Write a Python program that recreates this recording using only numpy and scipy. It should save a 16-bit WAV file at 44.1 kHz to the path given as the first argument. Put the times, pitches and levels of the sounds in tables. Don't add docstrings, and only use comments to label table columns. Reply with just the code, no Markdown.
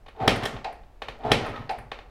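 import sys
import numpy as np
from scipy import signal
from scipy.fft import rfft, irfft
from scipy.io import wavfile

SR = 44100
rng = np.random.default_rng(int(sys.argv[2]) if len(sys.argv) > 2 else 0)


def waveform_to_disk(signal):
    frames = np.transpose(np.atleast_2d(signal))
    scaled = np.clip(frames, -1, 1) * 32767
    samples = np.round(scaled).astype(np.int16)
    wavfile.write(sys.argv[1], SR, samples)


N = 92610
TIME = np.arange(N) / SR
FFT_SIZE = 2 ** 17
HZ = np.maximum(np.arange(FFT_SIZE // 2 + 1) * SR / FFT_SIZE, 1)

# frequency in Hz, gain in dB.
AIR_COLOUR = [(20, -3), (40, 4), (70, -7.5), (110, -15), (200, -20.5), (400, -24), (750, -24.5),
              (1300, -32.5), (2500, -38.5), (5000, -46.5), (9000, -52.5), (15000, -55.5)]
# frequency in Hz, T60 in seconds.
GARAGE_DECAY = [(60, 0.2), (200, .7), (450, 0.64), (750, .7), (1500, 0.53), (3000, 0.39), (6000, 0.52),
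                (13000, 0.17)]
# frequency in Hz, gain in dB.
GARAGE_COLOUR = [(60, 6), (130, 0.5), (280, 3.5), (500, 3), (800, 0), (1500, 0.5), (2600, 3), (4000, -2),
                 (6000, 1), (13000, -3)]

# start in seconds, relative level in dB.
TICKS = [(.084, -16), (.358, 11), (0.724, -4), (1.461, 1), (1.493, -4.5), (1.708, 2), (1.783, 1.5)]
# frequency in Hz, gain in dB.
TICK_COLOUR = [(2000, 25), (6500, -12), (9700, 8.5), (11000, 0.5), (12000, 1), (15000, -13)]

# centre in seconds, level in dB, Gaussian half length in seconds.
SQUEAKS = [(1.468, -37.5, .016), (1.559, -38, 0.017)]
# frequency in Hz, width in Hz, gain in dB.
SQUEAK_PARTIALS = [(1272, 64, -3.5), (1850, 61, -11)]
# time in seconds, level in dB.
RATTLE_CURVES = [
    [(.29, -31), (.36, -56), (.44, -31), (.5, -46), (.58, -45.5), (.63, -64.5)],
    [(1.33, -47), (1.4, -41), (1.47, -35.5), (1.52, -43.5), (1.565, -42.5), (1.62, -49), (1.68, -55)],
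]
# frequency in Hz, gain in dB.
RATTLE_COLOUR = [(120, -6), (420, 3.5), (750, 6.5), (1050, 4.5), (1900, -3), (3500, -9), (5500, -21.5),
                 (8000, -35.5), (12000, -34.5), (15000, -45)]

# time in seconds, level in dB.
WHIRR_CURVES = [
    [(.15, -56), (.195, -40.5), (.216, -27.5), (.25, -29), (.278, -29.5), (.33, -32), (.39, -47)],
    [(1.19, -49), (1.21, -46), (1.23, -42.5), (1.255, -26.5), (1.285, -31), (1.315, -24.5), (1.37, -39),
     (1.42, -45)],
]
# frequency in Hz, gain in dB.
WHIRR_COLOUR = [(120, -15), (250, -6), (440, -1.5), (560, -8.5), (720, 6.5), (860, 2), (1000, -9.5),
                (1250, -11), (1600, -17.5), (2600, -24), (3800, -27.5), (6500, -46), (14000, -60)]

# start in seconds, relative level in dB.
CHUFFS = [(.208, 3), (0.257, 6), (.308, 6), (0.361, 0), (.425, -1), (.53, -1.5), (1.082, -13), (1.244, 1),
          (1.295, 6.5), (1.35, 3), (1.408, -0.5), (1.482, -1), (1.584, -2), (1.64, -9.5), (1.772, -9),
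          (1.849, -15)]
# frequency in Hz, gain in dB.
CHUFF_COLOUR = [(25, -10), (55, -2.5), (85, -4.5), (125, 6), (180, -13), (240, -6.5), (380, -25.5),
                (900, -38), (3000, -61.5)]

# frequency in Hz, nominal width in Hz, lift in dB.
CASE_RESONANCES = [(440, 69, 4), (782, 370, 13), (1268, 100, 11.5), (1836, 99, 11), (2327, 110, 5.5),
                   (3120, 240, 10.5), (3420, 150, 8.5), (3930, 200, 11.5), (5390, 350, 13),
                   (8800, 970, 6.5), (12300, 820, 5)]
# start in seconds, relative level in dB.
BACKLASH = [(.433, -7), (0.454, 0.5)]
# frequency in Hz, gain in dB.
BACKLASH_COLOUR = [(100, -10), (450, 1.5), (1000, -7.5), (1850, 2.5), (2500, -10.5), (3200, 0), (4500, -9),
                   (7000, -14.5), (12000, -19.5), (15000, -30)]

# start in seconds, relative level in dB, treble gain in dB, contact time in seconds.
CLACKS = [(0.0614, -14, -14.5, 0.01), (0.082, -11, -4, 0.016), (.163, -24.5, -14, 0.0052),
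          (0.2019, -11.5, -21, 0.009), (.566, -8, -17, 0.0039), (.833, -26, -16.5, .008),
          (1.019, 2.5, -5.5, 0.008), (1.084, 1.5, -2.5, 0.0082), (1.207, -22, -18, 0.009),
          (1.236, -12.5, -12, 0.0095), (1.558, -5.5, -6, 0.014), (1.916, 3, -17, 0.0075),
          (1.9882, -8.5, -30, 0.0072)]
# frequency in Hz, gain in dB.
CLACK_COLOUR = [(60, -23.5), (200, -8.5), (450, 1.5), (1500, -3.5), (2600, -6.5), (4300, -11),
                (4900, -16.5), (8000, -29.5), (12000, -28.5), (15000, -53)]
# frequency in Hz, nominal width in Hz, lift in dB.
GEAR_RESONANCES = [(783, 260, 11.5), (1114, 73, 10.5), (1830, 150, 9), (2420, 57, 9), (2980, 240, 11),
                   (3640, 200, 14), (4234, 200, 8)]

# start in seconds, relative level in dB.
RETURNS = [(0.6437, 1), (1.6928, 2)]
# frequency in Hz, gain in dB.
RETURN_COLOUR = [(80, -20), (220, -12.5), (450, 6), (750, 3), (1200, -3.5), (1900, -3), (2600, -4.5),
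                 (3300, -9.5), (4600, -9.5), (6000, -22.5), (12000, -38.5), (15000, -60)]
# frequency in Hz, nominal width in Hz, lift in dB.
TOP_STOP_RESONANCES = [(2500, 180, 3.5), (3960, 360, 8.5), (5150, 320, 5)]
# frequency in Hz, relative level in dB, T60 in seconds.
LEVER_MODES = [(720, -34, .25), (773.4, -26, 0.16), (859, -32.5, 0.22), (1580, -56, .25),
               (1877, -51.5, 0.39), (2732, -45, 0.12)]

# start in seconds, relative level in dB.
SLAMS = [(0.2773, 1), (1.3167, 0)]
# frequency in Hz, gain in dB.
SLAM_COLOUR = [(40, -9), (130, 2), (300, 4), (700, -4), (1100, -7.5), (2200, -5), (3600, -7), (4700, -12.5),
               (7000, -24.5), (10000, -24), (15000, -38)]


def amp(db):
    return 10 ** (np.asarray(db) / 20)


def unit_rms(x):
    return x / np.sqrt(np.mean(x ** 2) + 1e-20)


def decay(age, t60):
    return np.exp(-np.log(1000) * age / t60)


def at_hz(table, hz):
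    frequencies, values = np.transpose(table)
    return np.interp(np.log(hz), np.log(frequencies), values)


def envelope(curves):
    return sum(amp(np.interp(TIME, *np.transpose(c), left=-np.inf, right=-np.inf)) for c in curves)


def body(x, colour, resonances=()):
    db = at_hz(colour, HZ)
    for hz, width, lift in resonances:
        db += lift / (1 + (2 * (HZ - hz) / max(width, .05 * hz)) ** 2)
    cepstrum = irfft(np.log(amp(db)))
    cepstrum[1:FFT_SIZE // 2] *= 2
    cepstrum[FFT_SIZE // 2 + 1:] = 0
    return irfft(rfft(x, FFT_SIZE) * np.exp(rfft(cepstrum)))[:N]


def burst(start, length_s):
    t = TIME[:SR // 8]
    gate = np.exp(-(t / length_s) ** 4)
    noise = rng.standard_normal(len(t)) * gate
    for _ in range(6):
        phase = np.angle(rfft(noise))
        noise = irfft(np.exp(1j * phase), len(t)) * gate
    return np.pad(noise / np.linalg.norm(noise), (int(start * SR), N))[:N]


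def bursts(events, gain_db, length_s):
    return sum(amp(gain_db + db) * burst(start, length_s) for start, db in events)


def band_noise(low_hz, high_hz):
    band = signal.butter(2, [low_hz, high_hz], "band", fs=SR, output="sos")
    return unit_rms(signal.sosfilt(band, rng.standard_normal(N)))


def wavering(low_hz, high_hz):
    tone = signal.hilbert(band_noise(low_hz, high_hz))
    return unit_rms(tone.real / np.sqrt(abs(tone) ** 2 + .5))


def patter(per_s, spread_db=1.5):
    contacts = (rng.random(N) < per_s / SR) * rng.choice([-1, 1], N)
    return contacts * amp(spread_db * rng.standard_normal(N))


def paths(sound, room_db):
    return np.array([sound, amp(room_db) * sound])


def struck(force, colour, resonances, room_db):
    softened = [(hz, width, .2 * lift) for hz, width, lift in resonances]
    return np.array([body(force, colour, resonances), amp(room_db) * body(force, colour, softened)])


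def air():
    return amp(-49.5) * unit_rms(body(rng.standard_normal(N), AIR_COLOUR))


def garage_response(wall_delay_s=.0024, early_s=.059, bands=16):
    white = rfft(rng.standard_normal(N), FFT_SIZE)
    centres = np.geomspace(50, SR / 3, bands)
    onset = np.clip(TIME / wall_delay_s - 1, 0, 1) * (1 + np.exp(-TIME / early_s))
    echo = 0
    for hz, share in zip(centres, np.eye(bands)):
        band = irfft(white * np.interp(np.log(HZ), np.log(centres), share))[:N]
        fade = onset * decay(TIME, at_hz(GARAGE_DECAY, hz))
        echo += band * fade / np.linalg.norm(fade)
    return body(echo, GARAGE_COLOUR)


def spring_ticks():
    force = bursts(TICKS, gain_db=-32, length_s=.015)
    return paths(body(force, TICK_COLOUR), room_db=-3)


def coasting_drive():
    rubbing = sum(amp(db) * np.exp(-.5 * ((TIME - centre) / half_s) ** 2)
                  for centre, db, half_s in SQUEAKS)
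    squeak = sum(amp(db) * wavering(hz - width / 2, hz + width / 2) for hz, width, db in SQUEAK_PARTIALS)
    rattle = unit_rms(body(patter(per_s=800), RATTLE_COLOUR))
    return paths(envelope(RATTLE_CURVES) * rattle + rubbing * squeak, room_db=-5)


def gear_whirr(tooth_hz=432.6, jitter=.24, spread_db=3, grit_gain=.77):
    teeth = np.cumsum(tooth_hz * (1 + jitter * band_noise(20, 200))) / SR
    contacts = np.diff(np.floor(teeth), prepend=0)
    meshing = unit_rms(contacts * amp(spread_db * rng.standard_normal(N)))
    grit = unit_rms(rng.standard_normal(N) * (1 - teeth % 1))
    whirr = unit_rms(body(meshing + grit_gain * grit, WHIRR_COLOUR))
    return paths(envelope(WHIRR_CURVES) * whirr, room_db=-3)


def exhaust_chuffs():
    puffs = bursts(CHUFFS, gain_db=17.5, length_s=.04)
    return paths(body(puffs, CHUFF_COLOUR), room_db=-2.5)


def drive_backlash():
    force = bursts(BACKLASH, gain_db=2.5, length_s=.013)
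    return struck(force, BACKLASH_COLOUR, CASE_RESONANCES, room_db=0)


def gear_clacks(gain_db=-2, treble_hz=6000):
    force = 0
    for start, db, treble_db, contact_s in CLACKS:
        hit = burst(start, contact_s)
        dull = signal.lfilter(*signal.butter(1, treble_hz, fs=SR), hit)
        force += amp(gain_db + db) * (dull + amp(treble_db) * (hit - dull))
    return struck(force, CLACK_COLOUR, GEAR_RESONANCES, room_db=0)


def lever_returns(contact_s=.011):
    force = bursts(RETURNS, gain_db=.5, length_s=contact_s)
    knocks = struck(force, RETURN_COLOUR, TOP_STOP_RESONANCES, room_db=-1.5)
    ring = 0
    for start, db in RETURNS:
        age = np.maximum(TIME - start, 0)
        onset = np.minimum(2 * age / contact_s, 1)
        modes = sum(amp(mode_db) * np.sin(2 * np.pi * hz * age) * decay(age, t60)
                    for hz, mode_db, t60 in LEVER_MODES)
        buzz = amp(-31) * wavering(660, 840) * decay(age, t60=.33)
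        ring += amp(db) * onset * (modes + buzz)
    return knocks + paths(ring, room_db=-14)


def lever_slams(gain_db=19.5, contact_s=.0068, chatter_db=-13.5, chatter_s=.02):
    force = 0
    for start, db in SLAMS:
        age = TIME - start - contact_s
        chatter = patter(per_s=600) * (age > 0) * np.exp(-abs(age) / chatter_s)
        chatter *= amp(chatter_db) / np.linalg.norm(chatter)
        force += amp(gain_db + db) * (burst(start, contact_s) + chatter)
    return struck(force, SLAM_COLOUR, CASE_RESONANCES, room_db=-.5)


def scene():
    soft = spring_ticks() + exhaust_chuffs() + gear_whirr() + coasting_drive()
    impacts = lever_slams() + gear_clacks() + drive_backlash() + lever_returns()
    direct, to_walls = soft + impacts
    return (air() + direct + signal.fftconvolve(to_walls, garage_response())[:N])[None]


def record(dry, cutoff_hz=15800):
    lowpass = signal.ellip(10, .1, 80, cutoff_hz, fs=SR, output="sos")
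    return signal.sosfilt(lowpass, np.tanh(dry))


dry = scene()
out = record(dry)
waveform_to_disk(out)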